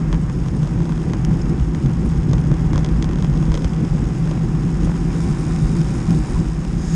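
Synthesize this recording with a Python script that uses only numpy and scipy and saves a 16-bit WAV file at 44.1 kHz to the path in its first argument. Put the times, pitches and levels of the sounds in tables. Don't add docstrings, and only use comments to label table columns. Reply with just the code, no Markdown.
import sys
import numpy as np
from scipy import signal
from scipy.fft import rfft, irfft, next_fast_len
from scipy.io import wavfile
from scipy.ndimage import uniform_filter1d, map_coordinates

SR = 44100
rng = np.random.default_rng(int(sys.argv[2]) if len(sys.argv) > 2 else 0)


def pcm_store(signal):
    levels = np.round(np.clip(np.atleast_2d(signal), -1, 1) * 32767)
    wavfile.write(sys.argv[1], SR, levels.astype(np.int16).T)


N = 306495

# time_s, mount_db, frame_db, tyre_db
ROAD_SHAKE = [(0, -20, -26.5, -39), (0.4, -21, -30, -41), (0.95, -19, -27, -40), (1.35, -18, -26.5, -37.5),
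              (1.7, -21.5, -28, -40), (2.3, -18.5, -26.5, -39), (3.5, -19, -25.5, -39),
              (4.15, -19.5, -28.5, -38), (4.6, -20.5, -28, -38.5), (5.7, -19, -28, -37.5),
              (6.3, -23.5, -27.5, -37), (6.55, -25, -31.5, -40), (6.95, -20, -28, -40.5)]
# start_s, crack_db, knock_db
BUMPS = [(0.1274, -30, -25.5), (0.144, -40, -32), (0.2972, -41, -34), (0.4599, -46, -33.5),
         (0.484, -39, -38), (0.63, -38, -43), (0.647, -47, -37), (0.6723, -41, -35), (0.803, -42, -32.5),
         (0.8198, -42, -50), (0.854, -40.5, -36), (0.893, -43, -30.5), (0.921, -40, -34), (0.977, -43, -37),
         (1.134, -31.5, -27.5), (1.5966, -40.5, -37), (1.7476, -40, -34), (1.8593, -40.5, -42),
         (2.312, -40.5, -35), (2.3322, -28.5, -25.5), (2.3804, -42, -37), (2.5148, -38, -28.5),
         (2.54, -38, -46), (2.7318, -33, -27.5), (2.7577, -33.5, -27.5), (2.7778, -29.5, -27),
         (2.79, -40, -40), (2.8458, -29.5, -34), (2.8613, -36, -46), (2.888, -40, -42), (3.0247, -30, -33),
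         (3.0426, -35, -34.5), (3.0902, -38.5, -38), (3.111, -44, -35), (3.132, -38, -36),
         (3.157, -38, -42), (3.1852, -41, -36), (3.2233, -32.5, -33), (3.245, -37.5, -32),
         (3.426, -42, -32), (3.5181, -32, -28), (3.5415, -27.5, -31), (3.5515, -29.5, -40),
         (3.5746, -31.5, -30.5), (3.6203, -40, -41), (3.6445, -29.5, -30), (4.2546, -41, -41),
         (4.2747, -42, -39), (4.3117, -37.5, -32), (4.8721, -47, -29), (4.8942, -45, -31),
         (4.917, -48, -34), (6.6488, -48, -36)]
# freq_hz, density_db
FITTING_SPECTRUM = [(200, -7), (470, 17.5), (600, 12), (720, 0.5), (1300, -7.5), (2000, 0.5), (2300, -5.5),
                    (2900, -6), (3250, 3), (3800, -4.5), (4400, -7), (5100, -3), (5600, -8), (6350, -0.5),
                    (7000, -9.5), (8300, -15), (9500, -22.5), (11600, -32)]
# freq_hz, density_db
FRAME_SPECTRUM = [(110, -55), (160, 1.5), (210, 3), (270, -0.5), (335, -0.5), (385, -7.5), (440, -15.5),
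                  (490, -13.5), (600, -27), (900, -48.5), (2000, -100)]


def amp(db):
    return 10 ** (np.asarray(db) / 20)


def unit(x):
    return x / np.sqrt(np.mean(x ** 2) + 1e-20)


def curves(rows):
    s, *cols = np.transpose(rows)
    return [np.interp(np.arange(N) / SR, s, c) for c in cols]


def wobble(rate):
    return map_coordinates(rng.standard_normal(2000), [np.arange(N) * rate / SR], mode="wrap")


def filtered(x, response):
    m = next_fast_len(N + SR // 2)
    return irfft(rfft(x, m) * response(np.fft.rfftfreq(m, 1 / SR)), m)[:N]


def coloured(x, points):
    size = 16384
    hz, db = np.transpose(points)
    gain = amp(np.interp(np.log(np.fft.rfftfreq(size, 1 / SR) + 1), np.log(hz), db))
    cepstrum = irfft(np.log(gain))
    cepstrum[1:size // 2] *= 2
    cepstrum[size // 2 + 1:] = 0
    return signal.fftconvolve(x, irfft(np.exp(rfft(cepstrum))))[:N]


def resonate(x, modes):
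    return filtered(x, lambda f: sum((-1) ** k * amp(db) * 1j * f * w / (c * c - f * f + 1j * f * w)
                                     for k, (c, w, db) in enumerate(modes)))


def noise():
    return rng.standard_normal(N)


def steadied(x, span):
    size = max(int(span * SR), 2)
    return x / np.sqrt(np.abs(uniform_filter1d(uniform_filter1d(x * x, size), size)) + 1e-20)


def impacts(times, spread_db):
    sizes = amp(spread_db * np.clip(rng.standard_normal(N), -2, 2)) * rng.choice([-1, 1], N)
    return sizes * np.bincount((times * SR).astype(int) % N, minlength=N)


def scatter(rate):
    return np.flatnonzero(rng.random(N) < rate / SR) / SR


def add(track, s, sound):
    room = track[max(round(s * SR), 0):][:len(sound)]
    room += sound[:len(room)]


def swells(rows, half_width_s):
    t = np.arange(N) / SR
    gain = np.zeros(N)
    for peak_s, level_db in rows:
        near = np.abs(t - peak_s) < 2 * half_width_s
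        gain[near] += amp(level_db) * np.cos(np.pi / 4 * (t[near] - peak_s) / half_width_s) ** 2
    return gain


def wind():
    # time_s, level_db
    airflow = [(0, -25.5), (1.2, -24), (3.0, -20.5), (3.8, -27.5), (4.5, -24.5), (6.0, -24), (6.95, -24)]
    # peak_s, level_db
    eddies = [(0.11, -16.5), (0.19, -18.5), (1.27, -25), (1.62, -15), (2.08, -19.5), (2.18, -19),
              (2.34, -27), (2.74, -17.5), (3.52, -14.5), (3.66, -19), (3.93, -19), (4.04, -18), (4.87, -13),
              (5.65, -18.5), (5.97, -27), (6.37, -14)]
    # freq_hz, density_db
    spectrum = [(8, -52), (22, -17), (32, -15), (45, -4.5), (55, -4.5), (70, -12), (85, -15), (105, -21.5),
                (150, -30), (400, -102)]
    airflow_db, = curves(airflow)
    strength = np.hypot(amp(airflow_db + 1.7 * wobble(14)), swells(eddies, half_width_s=0.03))
    return strength * steadied(coloured(noise(), spectrum), span=0.12)


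def mount_hum(cushion_hz=320, waver=0.03426, hum_db=-3):
    # freq_hz, width_hz, gain_db
    modes = [(131.7, 21.8, -8), (146.3, 14.7, -5), (163.2, 13.1, -4.5)]
    # time_s, pitch_hz
    rocking = [(0, 158.6), (0.45, 159.9), (0.63, 151.2), (0.85, 159.5), (1.3, 162.5), (1.9, 155.2),
               (2.3, 152.6), (2.5, 149.3), (2.9, 156.6), (3.2, 146.1), (3.42, 160.5), (3.8, 159.9),
               (4.25, 153.7), (5.0, 168.9), (5.3, 158), (5.7, 157), (6.15, 163), (6.95, 162.5)]
    # peak_s, level_db
    ripples = [(0.62, -15.5), (0.76, -21), (1.31, -14), (1.86, -12.5), (2.08, -34), (2.3, -16), (2.44, -22),
               (2.52, -15), (3.31, -15), (3.43, -16), (3.82, -16), (3.94, -15.5), (4.27, -18), (4.57, -17),
               (4.66, -13.5), (5.29, -16.5), (5.64, -13), (5.8, -15.5), (6.11, -11.5), (6.17, -17),
               (6.41, -13.5)]
    mount_db, _, _ = curves(ROAD_SHAKE)
    pitch_hz, = curves(rocking)
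    cushion = signal.butter(2, cushion_hz, fs=SR, output="sos")
    drone = steadied(resonate(signal.sosfilt(cushion, noise()), modes), span=0.052)
    cycles = np.cumsum(pitch_hz * (1 + waver * wobble(45))) / SR
    hum = unit(np.sin(2 * np.pi * cycles))
    grain = amp(mount_db - 0.15 + 1.73 * wobble(22))
    strength = np.hypot(grain, swells(ripples, half_width_s=0.022))
    return strength * steadied(drone + amp(hum_db) * hum, span=0.066)


def frame_rumble(stroke_hz=4.1, stroke_peak_s=0.351, swing_db=1):
    _, frame_db, _ = curves(ROAD_SHAKE)
    rumble = steadied(coloured(noise(), FRAME_SPECTRUM), span=0.077)
    pedal = np.cos(2 * np.pi * stroke_hz * (np.arange(N) / SR - stroke_peak_s))
    return amp(frame_db + swing_db * pedal + 1.9 * wobble(18)) * rumble


def frame_ring(ring_hz=338, width_hz=45):
    # time_s, level_db
    levels = [(0, -51), (1.5, -35.5), (2.9, -57), (4.5, -39), (5.4, -34), (6.2, -32), (6.95, -42)]
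    level_db, = curves(levels)
    ring = resonate(coloured(noise(), FRAME_SPECTRUM), [(ring_hz, width_hz, 0)])
    return amp(level_db) * steadied(ring, span=0.067)


def tyres(scuff_s=0.014, scuff_db=-15.5, tube_hz=761):
    # freq_hz, density_db
    tread = [(200, -34), (450, 3), (650, 0), (1000, 4), (1250, 1), (1500, -0.5), (2000, -4), (2800, -11.5),
             (4200, -23), (8000, -36), (14000, -41.5)]
    _, _, tyre_db = curves(ROAD_SHAKE)
    scuffs = swells([(s + scuff_s, knock_db + scuff_db) for s, _, knock_db in BUMPS], scuff_s)
    roar = unit(coloured(noise(), tread)) * amp(0.59 * wobble(50))
    grit = unit(coloured(impacts(scatter(rate=240), spread_db=9.0), tread))
    ring = resonate(coloured(noise(), tread), [(tube_hz, 29, 0)])
    tube = steadied(ring, span=0.079) * amp(0.99 * wobble(23))
    strength = np.hypot(amp(tyre_db + 0.44 * wobble(12)), scuffs)
    return strength * (amp(-2.5) * roar + amp(-11.5) * grit + amp(-8.5) * tube)


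def chains(rough_db=2):
    # time_s, level_db
    levels = [(0, -51.5), (1.3, -51), (1.9, -51), (4.0, -49.5), (5.4, -48), (6.2, -48), (6.75, -51),
              (6.95, -44)]
    # freq_hz, density_db
    spectrum = [(1200, -50.5), (2600, 6), (3700, 3.5), (4300, -1), (5050, 9), (5700, 7), (6150, -0.5),
                (6480, 11), (6900, 3.5), (8000, 2.5), (9000, -2), (9900, -7), (10600, -3.5), (11600, -20.5)]
    level_db, = curves(levels)
    meshing = amp(rough_db * wobble(260) + 0.91 * wobble(25))
    return amp(level_db + 0.2) * unit(coloured(meshing * noise(), spectrum))


def rattle():
    # time_s, level_db
    levels = [(0, -60), (2.0, -50), (2.8, -50.5), (3.6, -48), (4.5, -52.5), (6.95, -56.5)]
    level_db, = curves(levels)
    ticks = impacts(scatter(rate=50), spread_db=2.5)
    return amp(level_db) * unit(coloured(ticks, FITTING_SPECTRUM))


def blow(spectrum, peak_s, tail_t60_s, tail_db):
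    t = np.arange(SR // 16) / SR
    push = rfft(np.exp(-(2 * (t / peak_s - 1)) ** 2) * rng.standard_normal(len(t)))
    contact = irfft(push / (np.abs(push) + 1e-12), len(t))
    chatter = amp(-60 * t / tail_t60_s) * (t > peak_s) * rng.standard_normal(len(t))
    force = contact * (t < tail_t60_s) + amp(tail_db) * chatter / np.linalg.norm(chatter)
    sound = coloured(force, spectrum)[:len(t)]
    return sound / np.sqrt(np.mean(sound[:SR // 200] ** 2))


def clacks():
    # freq_hz, density_db
    knock_spectrum = [(100, -25), (350, -9.5), (520, 10), (720, 1), (1000, 7), (1350, -3), (1550, 0),
                      (1950, -9.5), (2500, -10.5), (5000, -33)]
    out = np.zeros(N)
    for start_s, crack_db, knock_db in BUMPS:
        crack = blow(FITTING_SPECTRUM, peak_s=0.0011, tail_t60_s=0.035, tail_db=-8)
        knock = blow(knock_spectrum, peak_s=0.0012, tail_t60_s=0.05, tail_db=-2.5)
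        add(out, start_s, amp(crack_db + 2.5) * crack + amp(knock_db - 1.5) * knock)
    return out


def tinks(rise_s=0.00052):
    # start_s, pitch_hz, level_db, t60_s
    strikes = [(0.215, 8400, -46, .04), (0.562, 8550, -41, .03), (1.417, 5260, -24.5, 0.011),
               (1.421, 6550, -28, 0.0093), (1.494, 7700, -34, 0.012), (2.011, 7600, -39, 0.014),
               (2.058, 9200, -43, 0.044), (2.09, 8400, -46, 0.05), (2.405, 9095, -48, 0.054),
               (3.693, 5147, -35, .02), (4.006, 7720, -42, .03), (4.848, 8950, -44, .04),
               (6.3615, 1006, -28.5, 0.06)]
    out = np.zeros(N)
    t = np.arange(SR // 8) / SR
    for start_s, pitch_hz, level_db, t60_s in strikes:
        envelope = amp(level_db - 60 * t / t60_s) * (1 - np.exp(-t / rise_s))
        add(out, start_s, envelope * np.sin(2 * np.pi * pitch_hz * t))
    return out


def gear_snaps():
    # start_s, level_db
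    shifts = [(1.2487, -32), (5.5614, -41), (5.8142, -38), (5.9553, -42), (6.106, -30.5), (6.4844, -42),
              (6.6488, -40.5)]
    # freq_hz, density_db
    spectrum = [(600, -4.5), (2200, -1.5), (3200, 1), (3900, -16), (5200, 1), (6500, -2), (8000, -10.5),
                (9300, -14.5), (11000, -23.5), (13000, -16.5)]
    out = np.zeros(N)
    for start_s, level_db in shifts:
        snap = blow(spectrum, peak_s=0.001, tail_t60_s=0.035, tail_db=-11.5)
        add(out, start_s, amp(level_db) * snap)
    return out


def neighbour_drivetrain(tooth_hz=80, sway=0.14, burst_t60_s=0.023):
    # time_s, level_db
    levels = [(0, -95), (5.05, -56), (5.22, -45.5), (5.7, -47.5), (6.35, -46), (6.5, -53), (6.75, -53),
              (6.95, -50.5)]
    # freq_hz, density_db
    spectrum = [(1200, -30), (2400, 9.5), (3000, -19), (3700, 7.5), (4300, -2), (5000, 8.5), (6100, 3),
                (6500, 5.5), (7500, 4), (8900, 0.5), (9400, 7), (9800, -15), (11000, -15.5), (11700, -12.5)]
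    level_db, = curves(levels)
    teeth = np.cumsum(tooth_hz * (1 + sway * wobble(30))) / SR
    engage_s = np.flatnonzero(np.diff(np.floor(teeth)) > 0) / SR
    strikes = np.abs(impacts(engage_s, spread_db=2.5))
    decay = amp(-60 * np.arange(SR // 20) / SR / burst_t60_s)
    bursts = signal.fftconvolve(strikes, decay)[:N]
    return amp(level_db) * unit(coloured((unit(bursts) + 1.1) * noise(), spectrum))


def freewheel(pawl_hz=190, depth=0.45):
    # time_s, level_db
    levels = [(6.7, -91), (6.77, -54), (6.82, -46), (6.88, -42), (6.95, -40)]
    # freq_hz, density_db
    spectrum = [(900, -12), (1700, 2.5), (2600, -13.5), (3750, -4), (4300, -16), (5000, 2.5), (5900, -5.5),
                (6500, 5), (7400, -3.5), (8000, -13), (8700, -10), (11000, -22)]
    level_db, = curves(levels)
    skips = np.cumsum(pawl_hz * (1 + 0.06 * wobble(25))) / SR
    ratchet = 1 + depth * np.cos(2 * np.pi * skips)
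    return amp(level_db) * unit(coloured(ratchet * noise(), spectrum))


def scene():
    rolling = wind() + mount_hum() + frame_rumble() + frame_ring() + tyres()
    drivetrains = chains() + neighbour_drivetrain() + freewheel()
    contacts = clacks() + gear_snaps() + rattle() + tinks()
    return (rolling + drivetrains + contacts)[None]


def record(dry):
    # freq_hz, gain_db
    microphone = [(10900, 0), (11600, -3.5), (12400, -19), (13500, -11.5), (14000, -13)]
    ceiling, band_limit_hz = 0.58, 14040
    rounded = dry[0] / (1 + (dry[0] / ceiling) ** 10) ** (1 / 10)
    return filtered(coloured(rounded, microphone), lambda hz: hz < band_limit_hz)[None]


dry = scene()
out = record(dry)
pcm_store(out)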